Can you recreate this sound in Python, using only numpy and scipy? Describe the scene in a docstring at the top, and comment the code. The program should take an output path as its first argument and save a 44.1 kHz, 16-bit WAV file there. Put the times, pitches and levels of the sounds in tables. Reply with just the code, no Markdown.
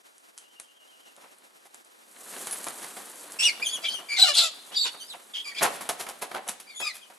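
"""On a lawn, close to a leafy plant, a hawk holds a pigeon down; small birds whistle and coo far off.
Stems snap first, then wing strokes push air and scrape feathers while leaves and dry grass rustle.
From 3.4 s a bird squeals and squawks: pairs of syrinx notes, each an arch of pitch, level and roughness.
A hard burst of flaps follows at 5.6 s, then a few last cries. Garden echoes and a short tail answer,
over faint wide air; two close microphones hear the bass alike."""
import sys
import numpy as np
from scipy import signal
from scipy.fft import rfft, irfft
from scipy.io import wavfile

SR = 44100
rng = np.random.default_rng(int(sys.argv[2]) if len(sys.argv) > 2 else 0)


def wav_out(sig):
    """Save sig, one row per channel (or a flat mono array), as 16-bit PCM at SR to the path in sys.argv[1]."""
    wavfile.write(sys.argv[1], SR, np.round(np.clip(np.atleast_2d(sig).T, -1, 1) * 32767).astype(np.int16))


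N = 316638
TIME = np.arange(N) / SR

# Whistled notes; the two sides of the syrinx may overlap: (crest time [s], swell [s], fade [s],
# crest pitch [Hz], start and end against the crest [semitones], relative level [dB],
# roughness [0-1], second harmonic before the throat's colour [dB])
SQUEAL_NOTES = [ (3.407, 0.02, .026, 2724, -0.5, -1.5, -20, 0.35, -4.5),
                (3.458, .032, 0.048, 2906, -.3, -7, -16.5, 0.14, -5),
                (3.436, 0.017, .024, 3660, -3.5, 1.5, -21, 0.47, -11),
                (3.628, 0.012, 0.016, 2407, -1.4, 1, -25.5, 0.13, -11),
                (3.671, 0.029, 0.033, 3110, 3, 2, -25, 0.17, -3.5),
                (3.703, 0.027, .018, 4510, -0.5, 3.5, -38, 0.22, -15),
                (3.739, 0.029, 0.039, 3370, 0.5, -3.5, -28.5, 0.14, -4.5),
                (3.849, 0.014, 0.029, 2304, -0.6, 0.4, -31.5, 0.26, -18),
                (3.861, 0.028, 0.027, 3160, 1.3, 3, -29, 0.47, -26),
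                (3.892, 0.021, 0.014, 3010, 3, 1.6, -24.5, .1, -17),
                (3.913, 0.023, 0.034, 4610, -0.2, -1, -36.5, 0.63, -28),
                (3.953, 0.041, 0.047, 3075, 2.2, -1.7, -31, 0.17, -10),
                (4.128, 0.045, 0.045, 2328, -0.3, 0, -27, 0.23, -5.5),
                (4.174, 0.019, 0.013, 2133, 1.5, -3, -26, 0.15, -4),
                (4.204, .042, .042, 4063, -2.2, -2, -18.5, .72, -15),
                (4.2256, 0.0092, 0.0072, 4010, .3, -.4, -6, 0.018, -17.5),
                (4.351, 0.015, .011, 3420, 0.6, 0, -20.5, 0.4, -5),
                (4.388, .04, 0.04, 4144, -.5, -2, -15.5, 0.81, -12.5),
                (4.433, 0.035, 0.045, 3580, -1, 0.2, -25, 0.44, -2),
                (4.749, 0.033, 0.019, 3386, -2, 4, -35.5, 0.85, -25),
                (4.772, 0.022, 0.015, 4590, 1, -3, -24.5, .15, -29),
                (4.785, 0.022, 0.021, 3724, 0.5, 0.7, -20.5, 0.1, -15),
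                (4.815, 0.028, 0.027, 4510, 0.2, -1.5, -22.5, 0.096, -38),
                (4.828, 0.021, 0.056, 3814, -1, -2, -24, 0.2, -12),
                (5.015, 0.02, 0.02, 2990, 2, 2, -36.5, 0.06, -5),
                (5.03, 0.056, 0.045, 4610, -3.5, 1, -46.5, 0.13, -27),
                (5.115, 0.039, .03, 3566, 9, -7.5, -37.5, 0.17, -16),
                (5.357, 0.023, .058, 3205, .6, -0.1, -28, 0.38, -21),
                (5.474, 0.034, 0.051, 2370, 0.2, -1.4, -34.5, 0.25, -4.5),
                (5.524, .012, .014, 1914, .6, -1.5, -45, 0.23, -16),
                (5.581, .022, 0.027, 3370, -1, 4, -32, 0.47, -28),
                (5.59, 0.048, 0.033, 2378, -0.5, 0.5, -34, 0.46, -4),
                (6.706, 0.019, 0.038, 3670, -2, -3, -55, 0.17, -20),
                (6.684, 0.02, 0.084, 2386, -0.8, -3, -46, 0.14, -6),
                (6.797, 0.053, 0.037, 3390, 0.8, -1, -34, 0.098, -4),
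                (6.823, .013, .036, 2586, 0.5, -1, -28.5, .07, -11.5),
                (6.875, 0.039, 0.047, 2358, 1.4, -4, -31, 0.22, -3.5),
                (7.043, 0.034, 0.019, 3060, 2, -1, -47.5, 0.13, -10.5)]
# Low-register notes: the same columns without the second harmonic
SQUAWK_NOTES = [ (3.843, 0.025, .012, 673, 0.6, -0.21, -34.5, 0.13),
                (4.2, 0.027, 0.029, 740, -0.5, -.6, -28, 0.51),
                (4.242, 0.015, 0.054, 739, 0.9, -1.49, -20, .18),
                (4.291, .018, .032, 593.5, 1.5, -.9, -19, .06),
                (4.385, .032, 0.034, 708, 0.5, 0.34, -28, 0.93),
                (4.444, 0.044, .046, 670.6, 0.6, -1.97, -26.5, 0.297),
                (4.872, .03, 0.0228, 475.6, 2.5, -0.91, -29, 0.91),
                (5.478, .03, 0.047, 1155, 1.9, -1, -46, 0.254),
                (6.707, 0.034, 0.05, 1190, -0.3, -1.6, -65, 0.13),
                (6.862, 0.046, 0.037, 1225, 0.4, -1.4, -33, 0.073)]
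# Throat colour on the whistles' overtones: (frequency [Hz], level [dB])
OVERTONE_COLOUR = [(2000, -3), (5000, 2.5), (6500, -4), (8200, 5), (9800, 5.5), (11500, -2.5), (13000, 4)]
# Throat colour on the squawks: (frequency [Hz], level [dB])
THROAT_COLOUR = [(450, -7.5), (720, -1.5), (1400, -1), (2000, -8.5), (2900, 6), (3500, -1.5), (4600, 3),
                 (6000, -7.5), (8000, -9), (12000, -21)]
# Colour of the hoarse hiss: (frequency [Hz], density [dB per Hz])
HOARSE_COLOUR = [(60, -80), (400, -25), (900, -2), (2000, -14), (3200, -5), (4800, 10), (6500, 3),
                 (9000, -6), (12500, -16)]
# The voice leans as the bird is wrestled about: (time [s], left minus right [dB])
VOICE_LEAN = [(3.4, 0), (4.25, 2.5), (4.8, -1.5), (5.5, -0.5), (6.8, 2.5)]
HOARSE_DB = -7.5  # hiss of a fully rough note, against its level


def voice():
    """High squeals that break into hoarse screeches, with low squawks under them."""
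    out, strain = np.zeros((2, N)), np.zeros((1, N))
    for s, swell, fade, crest_hz, start, end, db, rough, second_db in SQUEAL_NOTES:
        hz, arch = note(swell, fade, crest_hz, start, end)
        k = np.arange(1, 6)[:, None]  # harmonic numbers
        overtones_db = second_db - 8 * (k - 2) + read(OVERTONE_COLOUR, k * hz)
        levels_db = (k > 1) * overtones_db  # the fundamental stays at 0 dB
        tone = syrinx(hz, rough, levels_db, jitter=0.0954, jitter_hz=600, rasp=0.56, rasp_hz=1285)
        add(out, s - swell, amp(db) * arch * tone)
        add(strain, s - swell, amp(db) * rough * arch[None])
    for s, swell, fade, crest_hz, start, end, db, rough in SQUAWK_NOTES:
        hz, arch = note(swell, fade, crest_hz, start, end)
        k = np.arange(1, 21)[:, None]
        levels_db = read(THROAT_COLOUR, k * hz)
        tone = syrinx(hz, rough, levels_db, jitter=0.081, jitter_hz=390, rasp=0.62, rasp_hz=223)
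        add(out, s - swell, amp(db) * arch * tone)
    hiss = amp(HOARSE_DB) * colour(strain * pair(N, likeness=0.088), HOARSE_COLOUR)
    lean_db = np.interp(TIME, *np.transpose(VOICE_LEAN))
    return (out + hiss) * amp(np.array([lean_db, -lean_db]) / 2)


NOTE_EDGE_DB, NOTE_ARCH = -12, 1.22  # level at a note's ends; power of the level arch
GLIDE_BEND, NOTE_TAPER = 1.3, 0.15  # power of the pitch arch; share of the note faded in and out
WARBLE_HZ, WARBLE_SEMITONES, WARBLE_DB = 27.23, 0.3, 2  # the voice shakes with the effort


def note(swell, fade, crest_hz, start_semitones, end_semitones):
    """One arch of effort: pitch glides to the crest and away as level swells and fades; both warble."""
    t = np.arange(-swell, fade, 1 / SR)
    away = np.where(t < 0, -t / swell, t / fade)  # 0 at the crest, 1 at the ends
    warble = np.sin(2 * np.pi * (WARBLE_HZ * t + rng.random()))
    glide = np.where(t < 0, start_semitones, end_semitones) * away ** GLIDE_BEND
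    hz = crest_hz * np.exp2((glide + WARBLE_SEMITONES * warble) / 12)
    level = amp(NOTE_EDGE_DB * away ** NOTE_ARCH + WARBLE_DB * warble)
    return hz, level * signal.windows.tukey(len(t), NOTE_TAPER)


# Phase between the microphones: (frequency [Hz], lead of the left [rad])
LEFT_LEAD = [(700, 0.483), (2200, 1.27), (3200, 2), (4200, 1.14), (7500, 0.75), (12000, 0.1)]


def syrinx(hz, rough, levels_db, jitter, jitter_hz, rasp, rasp_hz,
           quaver=0.01214, flutter_db=2, scatter_rad=0.86):
    """A membrane's harmonics quaver with the strain; roughness shakes their pitch and their swing."""
    size = len(hz)
    shake = quaver * wander(size, hz=131) + jitter * rough * wander(size, jitter_hz)
    phase = 2 * np.pi * np.cumsum(hz * (1 + shake)) / SR
    weights = amp(levels_db) / np.sqrt(np.sum(amp(levels_db) ** 2, 0))
    out = np.zeros((2, size))
    for k, weight in enumerate(weights, 1):
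        swing = 1 + rasp * rough * (wander(size, rasp_hz) + 1j * wander(size, rasp_hz))
        swing /= np.sqrt(0.5 + (rasp * rough) ** 2)
        turn = np.exp(1j * (k * phase + 2 * np.pi * rng.random()))  # the throat delays each differently
        wave = weight * (k * hz < SR / 2) * swing * turn
        # leaves scatter each harmonic on its way
        lag = read(LEFT_LEAD, k * hz) + scatter_rad * rng.standard_normal()
        out += np.real([wave, wave * np.exp(-1j * lag)])
    flutter = unit(amp(flutter_db * wander(size, hz=149)))
    return out * flutter * signal.windows.tukey(size, 0.06)


# Wing strokes: (peak time [s], relative air level [dB], relative feather level [dB], rise [s])
WING_STROKES = [ (1.181, -53.5, -70, 0.0045), (1.247, -50, -72, 0.022), (1.658, -57, -52, 0.0073),
                (2.328, -57, -41.5, .005), (2.474, -49, -35.5, .002), (2.531, -44, -38, 0.0059),
                (2.6682, -31, -37, 0.0013), (2.844, -40, -39.5, 0.023), (2.971, -38, -41.5, .0035),
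                (3.609, -42.5, -64.5, 0.0071), (3.78, -44.5, -50, 0.0076), (4.001, -41.5, -52, 0.014),
                (4.728, -44, -70, 0.015), (4.949, -45, -75, 0.0096), (5.142, -40, -67, 0.0049),
                (5.611, -25.5, -40, 0.0011), (5.635, -21, -21.5, 0.011), (5.654, -24.5, -39, 0.0072),
                (5.755, -43, -41.5, 0.022), (5.81, -35, -34, .002), (5.893, -26.5, -26, 0.0014),
                (6.011, -33, -32, 0.016), (6.067, -33.5, -45, 0.0016), (6.091, -45, -37, .0047),
                (6.226, -30.5, -32.5, 0.0084), (6.316, -37.5, -46.5, 0.0033), (6.35, -32, -45, 0.007),
                (6.366, -36.5, -52, 0.0041), (6.472, -39, -52, 0.0035), (6.487, -36.5, -29, 0.0013),
                (6.602, -56, -41, .0033), (6.804, -34.5, -35.5, 0.003), (6.964, -58, -41, .019),
                (7.101, -44, -54.5, 0.0012)]
# Colour of the pushed air, also the body of a snap: (frequency [Hz], density [dB per Hz])
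AIR_COLOUR = [(35, -52), (110, -17.5), (200, -3), (450, 1.5), (750, 3.5), (1300, 1.5), (2200, -2.5),
              (4000, -10.5), (8000, -26.5)]
# The broad wing's dull note: (frequency [Hz], density [dB per Hz])
WHUMP_COLOUR = [(40, -60), (150, -32), (400, -11.5), (700, 3), (1200, -4), (2200, -20), (5000, -56)]
# Colour of scraping feathers: (frequency [Hz], density [dB per Hz])
FEATHER_COLOUR = [(50, -17), (300, -11.5), (1500, -3), (3500, -2.5), (5500, -3.5), (8000, -3), (11000, 2.5),
                  (13000, -9)]
# Low thud of hard strokes: (frequency [Hz], density [dB per Hz])
THUD_COLOUR = [(25, -26), (90, -14), (200, 10), (500, -20)]
AIR_FALL_S, FEATHER_FALL_S, WHUMP_FALL_S = 0.019, 0.017, 0.025  # decay times of a stroke's parts


def wings(thud_db=-7, whump_db=-6, puff_db=-1.5, pan_db=-1.7):
    """Each stroke pushes a puff of air that dulls to a whump, while the feathers scrape each other."""
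    air, push, scrape = np.zeros((3, 1, N))
    t = np.arange(-SR // 10, SR // 4) / SR
    for s, air_db, feather_db, rise in WING_STROKES:
        add(air, s + t[0], amp(air_db) * surge(t, rise, AIR_FALL_S)[None])
        add(push, s + t[0], amp(air_db) * surge(t, rise, WHUMP_FALL_S)[None])
        add(scrape, s + t[0], amp(feather_db) * surge(t, rise, FEATHER_FALL_S)[None])
    puff_noise = pair(N, likeness=0.47) * unit(amp(2.9 * wander(N, hz=298)))
    whump_noise = pair(N, likeness=0.5) * unit(amp(4.6 * wander(N, hz=120)))
    barb_noise = pair(N, likeness=1.0) * unit(amp(2.9 * wander(N, hz=587)))
    puff = amp(puff_db) * colour(air * puff_noise, AIR_COLOUR)
    whump = amp(whump_db) * colour(push * whump_noise, WHUMP_COLOUR)
    barbs = colour(scrape * barb_noise, FEATHER_COLOUR)
    # the square lets hard strokes thud far more than soft ones
    thud = amp(thud_db) * colour(air ** 2 * rng.standard_normal(N), THUD_COLOUR)
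    return (puff + whump + thud) * amp(np.array([[pan_db], [-pan_db]]) / 2) + barbs


# Stems and quills that snap: (time [s], relative level [dB], relative body against treble [dB])
STEM_SNAPS = [(.181, -36, -35), (0.378, -25, -27), (.385, -29, -39), (0.5995, -23.5, -10),
              (1.165, -37, -14), (1.385, -41, -24), (1.745, -29.5, -14), (1.848, -40, -34),
              (2.471, -20, -6), (2.511, -19, -35), (2.643, -18.5, -14), (2.685, -18, -26),
              (3.321, -22.5, -22), (5.631, -10, -13), (5.891, -14.5, -4), (6.217, -30, -8),
              (6.479, -19, -25), (6.489, -17, -19), (6.494, -15.5, -15)]
# Treble colour of a snap: (frequency [Hz], density [dB per Hz])
SNAP_COLOUR = [(50, -45), (200, -42), (1000, 0), (3000, 5.5), (5500, 7), (7800, 15), (11000, 17),
               (13000, -24)]


def snaps(crack_s=0.00071, crumble_s=0.024, crumble_db=-20, level_db=-5):
    """A stem gives with one sharp crack and a brief crumble of fibres."""
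    out, t = np.zeros((2, N)), np.arange(-SR // 200, SR // 20) / SR
    crumble = amp(crumble_db) * np.exp(-abs(t) / crumble_s)
    shape = (t >= 0) * (np.exp(-abs(t) / crack_s) + crumble)
    for s, db, body_db in STEM_SNAPS:
        burst = unit(pair(len(t), likeness=1.0) * shape) * np.sqrt(np.mean(shape ** 2))
        body = amp(body_db - 2) * colour(burst, AIR_COLOUR)
        add(out, s + t[0], amp(db + level_db) * (colour(burst, SNAP_COLOUR) + body))
    return out


def zip_of_feather(s=2.51, length=0.038, hz=10400, width_hz=650, db=-33):
    """A feather drags fast over a leaf edge; its barbs make a thin, high zip."""
    out, size = np.zeros((2, N)), int(length * SR)
    drift = wander(size, width_hz) + 1j * wander(size, width_hz)
    band = unit(np.real(drift * np.exp(2j * np.pi * hz * TIME[:size])))
    add(out, s, amp(db) * (band * signal.windows.tukey(size, 0.2))[None])
    return out


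# Bouts of shoving in the plant, each swelling and settling: (peak time [s],
# relative leaf level [dB], relative dry grass level [dB], rise [s], fall [s])
SHOVES = [(1.24, -62, -68, .08, .7), (2.45, -42, -40.5, .24, 1.0), (3.7, -48.5, -55, 0.6, 0.53),
          (4.9, -54.5, -53, 0.6, 1), (5.75, -44.5, -48.5, 0.2, 0.41), (6.95, -63, -61, 0.21, .4)]
# Colour of broad leaves: (frequency [Hz], density [dB per Hz])
LEAF_COLOUR = [(35, -60), (90, -31), (140, -17.5), (200, -1), (400, 1.5), (750, 1.5), (1500, -0.5),
               (2500, -5.5), (4500, -7), (7000, -36), (12000, -16)]
# Colour of dry blades: (frequency [Hz], density [dB per Hz])
GRASS_COLOUR = [(1000, -62), (3000, -9), (5500, -2.5), (7800, 4.5), (10500, 5.5), (13000, -2.5)]


def rustle(swish_db=-1.46, pat_db=-7, fizz_db=0, crackle_db=-8):
    """Broad leaves swish and pat against each other; dry blades fizz and crackle."""
    leaves = np.sqrt(sum((amp(db) * surge(TIME - s, rise, fall)) ** 2 for s, db, _, rise, fall in SHOVES))
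    grass = np.sqrt(sum((amp(db) * surge(TIME - s, rise, fall)) ** 2 for s, _, db, rise, fall in SHOVES))
    swish_flicker = unit(amp(0.93 * wander(N, hz=50) + 1.2 * wander(N, hz=400)))
    fizz_flicker = unit(amp(2.1 * wander(N, hz=34.9) + 1.36 * wander(N, hz=900)))
    swish = amp(swish_db) * pair(N, likeness=0.45) * swish_flicker
    pats = amp(pat_db) * pair(N, likeness=0.86) * grains(per_s=30, spread_db=5.5, decay_s=0.0093)
    fizz = amp(fizz_db) * pair(N, likeness=1.0) * fizz_flicker
    crackle = amp(crackle_db) * pair(N, likeness=1.0) * grains(per_s=170, spread_db=4.0, decay_s=0.0014)
    return colour(leaves * (swish + pats), LEAF_COLOUR) + colour(grass * (fizz + crackle), GRASS_COLOUR)


# A far bird's two-note phrase: (delay [s], pitch [Hz], relative level [dB], length [s])
FAR_PHRASE = [(0, 3130, -62.5, .05), (0.041, 2892, -61, .075)]
# A far low call: (time [s], pitch [Hz], relative level [dB], length [s])
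FAR_COO = (0.7, 639, -67.5, 0.2)
PHRASE_START_S, PHRASE_EVERY_S = 0.365, 0.125


def far_bird(flutter=0.022, sag=0.036, blur_hz=110, count=6):
    """Soft whistles that fall slightly, and one coo, blurred on their way across the garden."""
    out = np.zeros((2, N))
    starts = PHRASE_START_S + PHRASE_EVERY_S * np.arange(count)
    song = [(start + delay, *rest) for start in starts for delay, *rest in FAR_PHRASE]
    for s, hz, db, length in song + [FAR_COO]:
        u = np.linspace(0, 1, int(length * SR))
        bend = -sag * (u - 0.5) + flutter * wander(len(u), hz=220)
        phase = 2 * np.pi * np.cumsum(hz * (1 + bend)) / SR
        blur = unit(0.5 + wander(len(u), blur_hz) + 1j * wander(len(u), blur_hz))
        whistle = np.real(blur * np.exp(1j * np.array([phase, phase + 1])))  # right leads by 1 rad
        add(out, s, amp(db) * np.sin(np.pi * u) * whistle)
    return out


# Colour of still outdoor air: (frequency [Hz], density [dB per Hz])
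CALM_COLOUR = [(24, -89), (40, -62), (222, -7), (492, -2.5), (724, -2), (2540, -7), (9820, -7),
               (12800, -11), (16600, -43), (22000, -120)]
# Width of the air: (frequency [Hz], side against mid [dB])
CALM_SPREAD = [(200, 14), (600, 8), (1500, 10.5), (4000, 3), (7000, -54)]
CALM_DB = -60.5  # level of the mid


def calm():
    """A faint, wide hush that wavers a little."""
    waver = unit(amp(2.3 * wander(N, hz=29.8)))
    mid, side = colour(rng.standard_normal((2, N)) * waver, CALM_COLOUR)
    side = irfft(rfft(side) * amp(read(CALM_SPREAD, np.fft.rfftfreq(N, 1 / SR))), N)
    return amp(CALM_DB) * np.array([mid + side, mid - side])


# Tail of the garden: (frequency [Hz], time to fall 60 dB [s])
GARDEN_T60 = [(200, 1), (1000, 0.59), (3500, 0.82), (7000, 0.46), (13000, 0.2)]


def garden(x, echo_db, tail_db):
    """A few near reflections, then a thin tail from plants and fences."""
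    size = SR * 2 // 3
    t_echo = TIME[:size]
    taps = rng.standard_normal((2, size)) * (rng.random((2, size)) < 3000 / SR) * (t_echo > 0.012)
    hz, t, z = signal.stft(taps, SR, nperseg=256)
    decay = amp(-60 * t / read(GARDEN_T60, hz)[:, None])
    tail = signal.istft(z * decay, SR, nperseg=256)[1][:, :size]
    echoes = rng.choice([-1, 1], (2, size)) * (rng.random((2, size)) < 600 / SR)
    echoes = echoes * (t_echo > 0.003) * np.exp(-t_echo / 0.017)
    response = (amp(tail_db) * unit(tail) + amp(echo_db) * unit(echoes)) / np.sqrt(size)
    return x + signal.oaconvolve(x, response, axes=1)[:, :N]


def surge(t, rise, fall):
    """A smooth swell up to t = 0, then an exponential decay."""
    return np.exp(-(np.minimum(t, 0) / rise) ** 2 - np.maximum(t, 0) / fall)


def grains(per_s, spread_db, decay_s):
    """Level of a random train of short grains, a few much larger than the rest."""
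    sizes = amp(spread_db * np.minimum(rng.exponential(1, N), 3.5))
    ticks = (rng.random(N) < per_s / SR) * sizes
    return unit(signal.lfilter([1], [1, -np.exp(-1 / (decay_s * SR))], ticks))


def pair(size, likeness):
    """White noise at two microphones, partly shared."""
    shared = np.clip(likeness, 0, 1)
    own = np.sqrt(1 - shared) * rng.standard_normal((2, size))
    return np.sqrt(shared) * rng.standard_normal(size) + own


def wander(size, hz):
    """Smooth chance of rms about 1, its spectrum a Gaussian that dies away above hz."""
    padded = size + SR // 4
    f = np.fft.rfftfreq(padded, 1 / SR)
    return unit(irfft(rfft(rng.standard_normal(padded)) * np.exp(-(f / hz) ** 2)))[:size]


def colour(x, spectrum):
    """Filters x by a spectrum, keeping the power of white noise."""
    size = x.shape[-1]
    return irfft(rfft(x) * unit(amp(read(spectrum, np.fft.rfftfreq(size, 1 / SR)))), size)


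def read(points, hz):
    """A table's value on a log-frequency axis."""
    f, value = np.transpose(points)
    return np.interp(np.log(hz + 1), np.log(f + 1), value)


def add(mix, s, sound):
    """Mixes a sound in at time s, cut at the end of the mix."""
    part = mix[:, max(round(s * SR), 0):][:, :sound.shape[1]]
    part += sound[:, :part.shape[1]]


def amp(db):
    """Decibels to amplitude."""
    return 10 ** (np.asarray(db) / 20)


def unit(x):
    """Scales x to an rms of 1."""
    return x / np.sqrt(np.mean(np.abs(x) ** 2) + 1e-20)


def scene():
    """The cries and the struggle echo in the garden, over the rustle, far birds and calm air."""
    calls = amp(-1.0) * garden(voice(), echo_db=-2.0, tail_db=-18.5)
    struggle = garden(wings() + snaps() + zip_of_feather(), echo_db=-13.5, tail_db=-13.5)
    far = garden(far_bird(), echo_db=2, tail_db=-6)
    return calls + struggle + rustle() + calm() + far


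EDGE_HZ = 12950  # upper band limit


def record(dry, alike_hz=260, width=0.69):
    """Two close microphones hear the bass alike; then a steep low-pass limits the band."""
    mid, side = (dry[0] + dry[1]) / 2, (dry[0] - dry[1]) / 2
    bass_cut = signal.butter(2, alike_hz, "high", fs=SR, output="sos")
    side = width * signal.sosfilt(bass_cut, side)
    low_pass = signal.firwin(301, EDGE_HZ, window=("kaiser", 8), fs=SR)
    return signal.oaconvolve(np.array([mid + side, mid - side]), low_pass[None], "same")


dry = scene()
out = record(dry)
wav_out(out)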